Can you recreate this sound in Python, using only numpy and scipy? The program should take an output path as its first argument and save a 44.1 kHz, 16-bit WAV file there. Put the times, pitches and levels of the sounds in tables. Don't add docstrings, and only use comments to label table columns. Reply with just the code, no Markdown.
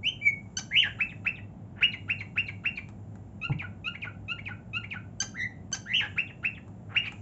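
import sys
import numpy as np
from scipy import signal
from scipy.fft import rfft, irfft
from scipy.io import wavfile

SR = 44100
rng = np.random.default_rng(int(sys.argv[2]) if len(sys.argv) > 2 else 0)


def store_wav(level_fs):
    pcm = np.round(np.clip(np.atleast_2d(level_fs), -1, 1) * 32767)
    wavfile.write(sys.argv[1], SR, pcm.T.astype(np.int16))


N = 317961
TIME = np.arange(N) / SR

# level/dB of harmonics 2 to 5, added to a syllable's overtone level
PURE, HOLLOW = [-1, -8.5, -23, -20], [6.5, 6.5, -9, -32.5]
BRIGHT, REEDY = [-4.5, 9.5, 8, -6.5], [0.5, -14, -25, -27.5]


def cockatiel():
    syllables = { "rise": dict(colour=PURE, attack_s=.036, hold_s=.02, level_db=(-41.5, -22.5, -36),
                 overtones_db=(-17.5, -18.5, -19), rasp=(.07, .05, 0.089)),
                 "whistle": dict(colour=HOLLOW, attack_s=.062, hold_s=.011, level_db=(-40.5, -16.5, -30),
                 overtones_db=(-34, -34.5, -27), rasp=(.06, .012, .005), swell=1.2),
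                 "cluck": dict(colour=BRIGHT, attack_s=0.011, hold_s=.004, level_db=(-35, -36, -40),
                 overtones_db=(15, 0, -0.5), rasp=(0.047, 0.052, 1)),
                 "arch": dict(colour=PURE, attack_s=.064, hold_s=0.033, level_db=(-36, -17.5, -31.5),
                 overtones_db=(-32, -25, -15.5),
                 warble=.049, falter_s=.105, falter_db=-12.5, break_s=0.14, rasp=(.1, .035, .45)),
                 "slow arch": dict(colour=PURE, attack_s=0.078, hold_s=.028, level_db=(-41.5, -21, -32),
                 overtones_db=(-19, -22, -12),
                 warble=.055, swell=1.6, falter_s=.076, falter_db=-13.5, break_s=.145, rasp=(.12, .045, .5)),
                 "slur": dict(colour=PURE, attack_s=0.069, hold_s=0.018, level_db=(-44, -27, -31.5),
                 overtones_db=(-29, -8.5, -33), rasp=(.1, 0.013, .01), warble=0.044),
                 "chip": dict(colour=PURE, attack_s=0.025, hold_s=.011, level_db=(-44.5, -23, -36),
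                 overtones_db=(-7, -25.5, -28), rasp=(.6, 0.071, 0.085), swell=1.5),
                 "slide": dict(colour=PURE, attack_s=.01, hold_s=0.01, level_db=(-37, -51.5, -37.5),
                 overtones_db=(-29.5, -36.5, -26), rasp=(.1, .2, .6)),
                 "squeak": dict(colour=PURE, attack_s=.004, hold_s=.004, level_db=(-44.5, -39, -45.5),
                 overtones_db=(-36, -31.5, -21.5), rasp=(.1, .15, .9)),
                 "flick": dict(colour=PURE, attack_s=0.0045, hold_s=.009, level_db=(-48.5, -31.5, -49.5),
                 overtones_db=(-18.5, -18, -18), rasp=(.6, .3, 0.94), swell=2),
                 "nasal": dict(colour=REEDY, attack_s=.04, hold_s=0.002, level_db=(-56.5, -33, -41.5),
                 overtones_db=(19.5, 4.5, -27), rasp=(0.11, 0.015, .04)),
                 "blip": dict(colour=PURE, attack_s=0.015, hold_s=0.0021, level_db=(-52.5, -33.5, -34),
                 overtones_db=(-14, -21.5, -33), rasp=(1, 0.4, .2), swell=2),
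                 "fall": dict(colour=PURE, attack_s=0.014, hold_s=0.015, level_db=(-50, -33.5, -40),
                 overtones_db=(-41, -22, -14.5), rasp=(0.91, 0.1, 1), warble=0.019),
                 "hoot": dict(colour=PURE, attack_s=.005, hold_s=0.0072, level_db=(-35, -33, -47.5),
                 overtones_db=(-13.5, -25, -13), rasp=(.3, .03, .15)),
                 "rasp": dict(colour=PURE, attack_s=0.033, hold_s=.004, level_db=(-41.5, -31.5, -49),
                 overtones_db=(-22.5, -46.5, -15.5), rasp=(.55, .9, 1), warble=.12)}
    glides = { "rise": [(0, 2150), (.014, 2275), (.026, 2620), (.042, 2930), (.066, 3150), (.08, 3090)],
              "whistle": [(0, 2250), (.035, 2360), (.054, 2314), (.066, 2220), (.094, 2210)],
              "cluck": [(0, 1485), (.009, 1499), (.016, 1571), (.034, 1518)], "arch": [(0, 1560),
              (.02, 2046), (.048, 2183), (.064, 2882), (.084, 2973), (.104, 3256), (.118, 2720),
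              (.127, 1932), (.172, 1561)], "slow arch": [(0, 1354), (.035, 1940), (.073, 2040),
              (.085, 2790), (.115, 3114), (.14, 2780), (.158, 1870), (.175, 1632), (.208, 1706)],
              "slur": [(0, 1225), (.026, 1920), (.04, 2015), (.07, 1915), (.095, 2005), (.127, 1935)],
              "chip": [(0, 1261), (.016, 1460), (.026, 2487), (.036, 2714), (.046, 2756), (.062, 2638)],
              "slide": [(0, 4200), (.014, 3610), (.024, 2746), (.031, 2250), (.04, 1930)],
              "squeak": [(0, 4600), (.011, 4425), (.02, 3500)], "flick": [(0, 3510), (.005, 2562),
              (.027, 1950)], "nasal": [(0, 1262), (.013, 1277), (.026, 1332), (.043, 1425), (.062, 1406)],
              "blip": [(0, 1565), (.016, 2185), (.023, 2390)], "fall": [(0, 4853), (.004, 4486),
              (.007, 2986), (.011, 2656), (.029, 2171), (.04, 1697), (.054, 1460)], "hoot": [(0, 1450),
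              (.008, 1509), (.017, 1396), (.026, 1390)], "rasp": [(0, 1620), (.065, 1796)]}
    # f/Hz, level/dB
    throat = [(500, 4), (1400, -3), (2900, 2), (3300, -5), (3700, -6), (4600, -14.5), (5400, -11.5),
              (6200, -5.5), (7400, -8)]
    out = np.zeros(N)
    for s, name, ratio, strength_db in song():
        add(out, s, from_db(strength_db) * syllable(ratio, glides[name], **syllables[name]))
    return coloured(out, throat)


def song():
    # t/s, syllable, pitch ratio, strength/dB
    lone_notes = [(.029, "rise", 1, -0.5), (.211, "whistle", 1, -1), (1.758, "rasp", .96, -13),
                  (6.89, "rasp", .84, -10), (7.028, "rasp", 1.39, -1.5)]
    # t/s, cluck pitch ratio, cluck strength/dB, glide delay/s, glide
    flourishes = [(.568, 1, 1, 0.14, "arch"), (5.201, 1.025, 3, 0.14, "slur"),
                  (5.726, 1.022, 1, 0.13, "slow arch")]
    # t/s, pitch ratio, strength/dB, delay/s, tail, tail pitch ratio
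    chirps = [(.984, .975, 1.5, .105, "soft", 0.92), (1.244, .99, 1.5, 0.11, "soft", 0.9),
              (1.806, 1.045, 7, 0.11, "sharp", 0.91), (2.077, 1.01, 0.5, 0.11, "sharp", 0.91),
              (2.355, 1.015, 1.5, 0.11, "sharp", 0.93), (2.635, 1.01, 0.5, 0.12, "sharp", 0.97),
              (6.16, 1.005, 1.5, .112, "soft", 0.87), (6.426, 1, 0.5, 0.12, "soft", .86),
              (6.942, 1.037, 4.5, 0.11, "sharp", 1.015)]
    tails = {"soft": [(0.0018, "slide")], "sharp": [(0, "squeak"), (.015, "flick")]}
    # delay/s, syllable
    tune = [(0, "nasal"), (.097, "blip"), (.171, "fall"), (0.225, "hoot")]
    # t/s, pitch ratio, strength/dB
    tune_repeats = [(3.413, 0.99, -.5), (3.842, 0.99, 0.5), (4.28, 1.003, -.3), (4.731, 1, .8)]
    notes = list(lone_notes)
    for s, ratio, strength_db, delay, glide in flourishes:
        notes += [(s, "cluck", ratio, strength_db), (s + delay, glide, 1, 0)]
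    for s, ratio, strength_db, tail_delay, tail, tail_ratio in chirps:
        notes += [(s, "chip", ratio, strength_db)]
        notes += [(s + tail_delay + delay, name, tail_ratio, 0) for delay, name in tails[tail]]
    for s, ratio, strength_db in tune_repeats:
        notes += [(s + delay, name, ratio, strength_db) for delay, name in tune]
    return notes


def syllable(ratio, glide, colour, attack_s, hold_s, level_db, overtones_db, rasp,
             warble=.003, swell=1, falter_s=0, falter_db=0, break_s=None):
    warble_hz, shake_hz = 112, 540
    falter_width_s, break_length_s, fade_s = .005, .0088, .0051
    length_s, release_s = glide[-1][0], attack_s + hold_s
    t = np.arange(int(length_s * SR)) / SR
    stage_times = [0, attack_s, release_s, length_s]
    stage = np.where(t < attack_s, attack_s * (t / attack_s) ** swell, t)
    level_db, overtones_db = [np.interp(stage, stage_times, [onset, hold, hold, end])
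                              for onset, hold, end in (level_db, overtones_db)]
    level_db = level_db + falter_db * np.exp(-((t - falter_s) / falter_width_s) ** 2)
    break_s = break_s or release_s
    onset, hold, end = rasp
    rasp = np.interp(t, [0, attack_s, break_s, break_s + break_length_s], [onset, hold, hold, end])
    unsteady = .008 * flutter(hz=45, size=len(t)) + .0058 * flutter(hz=250, size=len(t))
    warbling = warble * np.sin(2 * np.pi * warble_hz * t)
    hz = np.interp(t, *np.transpose(glide)) * ratio * (1 + warbling + unsteady)
    phase = 2 * np.pi * np.cumsum(hz) / SR
    doubling = .34 * np.cos(phase / 2)
    gains = [1] + [from_db(overtones_db + db) for db in colour]
    tone = 0
    for k, gain in enumerate(gains, 1):
        shake = (flutter(shake_hz, len(t)) + 1j * flutter(shake_hz, len(t))) / 2
        rough = np.minimum(rasp * k ** .49, 1)
        swing = np.sqrt(1 - rough ** 2) + rough * (shake + doubling)
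        harmonic = np.imag(swing * np.exp(1j * k * phase))
        tone = tone + gain * (k * hz < SR / 2) * harmonic
    from_edge_s = np.minimum(t, t[-1] - t)
    fade = np.sin(np.pi / 2 * np.clip(from_edge_s / fade_s, 0, 1)) ** 2
    return from_db(level_db) * fade * tone


def bump(start_s=3.497, contact_s=0.0027):
    # f/Hz, level/dB, time/s to fade by 60 dB
    wood_tones = [(108.8, -33.5, 0.26), (142.3, -17.5, 0.059), (226, -40, 0.12), (304, -30, 0.077),
                  (414, -39.5, 0.1), (860, -14.5, 0.0087)]
    out, t = np.zeros(N), TIME[:SR // 2]
    ring = sum(from_db(db - 60 * t / t60) * np.sin(2 * np.pi * hz * t) for hz, db, t60 in wood_tones)
    add(out, start_s, ring * (1 - np.exp(-t / contact_s)))
    return out


def ticks(fade_s=0.024):
    # t/s, level/dB
    contacts = [(0.502, -57), (2.889, -46), (3.155, -46), (5.718, -36.5), (6.68, -50), (7.122, -38.5)]
    # f/Hz, level/dB
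    tick_colour = [(300, -4), (900, 16), (2200, 5), (5000, -15.5), (7400, 2.5)]
    out, t = np.zeros(N), TIME[:SR // 10]
    for s, level_db in contacts:
        add(out, s, noise(tick_colour, len(t)) * from_db(level_db - 60 * t / fade_s))
    return out


def room(sound, build_s=0.0031, fade_s=0.29, tail_db=-7):
    # delay/s, gain
    echoes = [(.0013, 0.12), (.0062, 0.29), (0.0122, 0.28)]
    # f/Hz, level/dB
    tail_colour = [(200, 8.5), (2500, -3), (7000, -3.5)]
    t = TIME[:SR * 3 // 4]
    tail = noise(tail_colour, len(t)) * from_db(-60 * t / fade_s) * (1 - np.exp(-t / build_s))
    response = from_db(tail_db) * tail / np.sqrt(np.sum(tail ** 2))
    response[0] += 1
    for delay, gain in echoes:
        response[round(delay * SR)] += gain
    return signal.fftconvolve(sound, response)[:N]


def background(rumble_db=-44, hiss_lift_db=2.0):
    # f/Hz, level/dB
    rumble_colour = [(25, -52.5), (45, -17), (62, -7), (80, -18), (100, 3.5), (125, -8.5), (200, -7),
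                     (240, -13.5), (480, -26.5), (750, -25.5), (1100, -37.5), (2600, -49), (4500, -62.5),
                     (7500, -61)]
    # t/s, level/dB
    hiss_levels = [(0.0, -84.5), (0.74, -75.5), (1.18, -78), (1.46, -87.5), (1.8, -89), (2.0, -79.5),
                   (3.57, -84), (5.77, -86), (5.9, -79), (6.13, -74.5), (6.28, -82), (6.96, -83),
                   (7.2, -72.5)]
    # f/Hz, level/dB
    hiss_colour = [(3000, -26.5), (5500, -10.5), (6800, 2), (7500, 8), (7800, -19)]
    hiss_db = np.interp(TIME, *np.transpose(hiss_levels)) + hiss_lift_db
    hiss = from_db(hiss_db) * noise(hiss_colour, N)
    return from_db(rumble_db) * noise(rumble_colour, N) + hiss


def from_db(db):
    return 10 ** (np.asarray(db) / 20)


def rms_one(x):
    return x / np.sqrt(np.mean(x ** 2) + 1e-20)


def add(track, s, sound):
    start = max(round(s * SR), 0)
    track[start:start + len(sound)] += sound[:N - start]


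def coloured(x, colour):
    hz, db = np.transpose(colour)
    bin_hz = np.maximum(np.fft.rfftfreq(len(x), 1 / SR), 1)
    gain = from_db(np.interp(np.log(bin_hz), np.log(hz), db))
    return irfft(rfft(x) * gain, len(x))


def noise(colour, size):
    return rms_one(coloured(rng.standard_normal(size), colour))


def flutter(hz, size):
    lowpass = signal.butter(2, hz, fs=SR, output="sos")
    return rms_one(signal.sosfilt(lowpass, rng.standard_normal(SR // 2)))[-size:]


def scene():
    return (room(cockatiel() + ticks() + bump()) + background())[None]


def record(dry):
    cutoff_hz = 7700
    return signal.sosfiltfilt(signal.ellip(10, .1, 50, cutoff_hz, fs=SR, output="sos"), dry)


dry = scene()
out = record(dry)
store_wav(out)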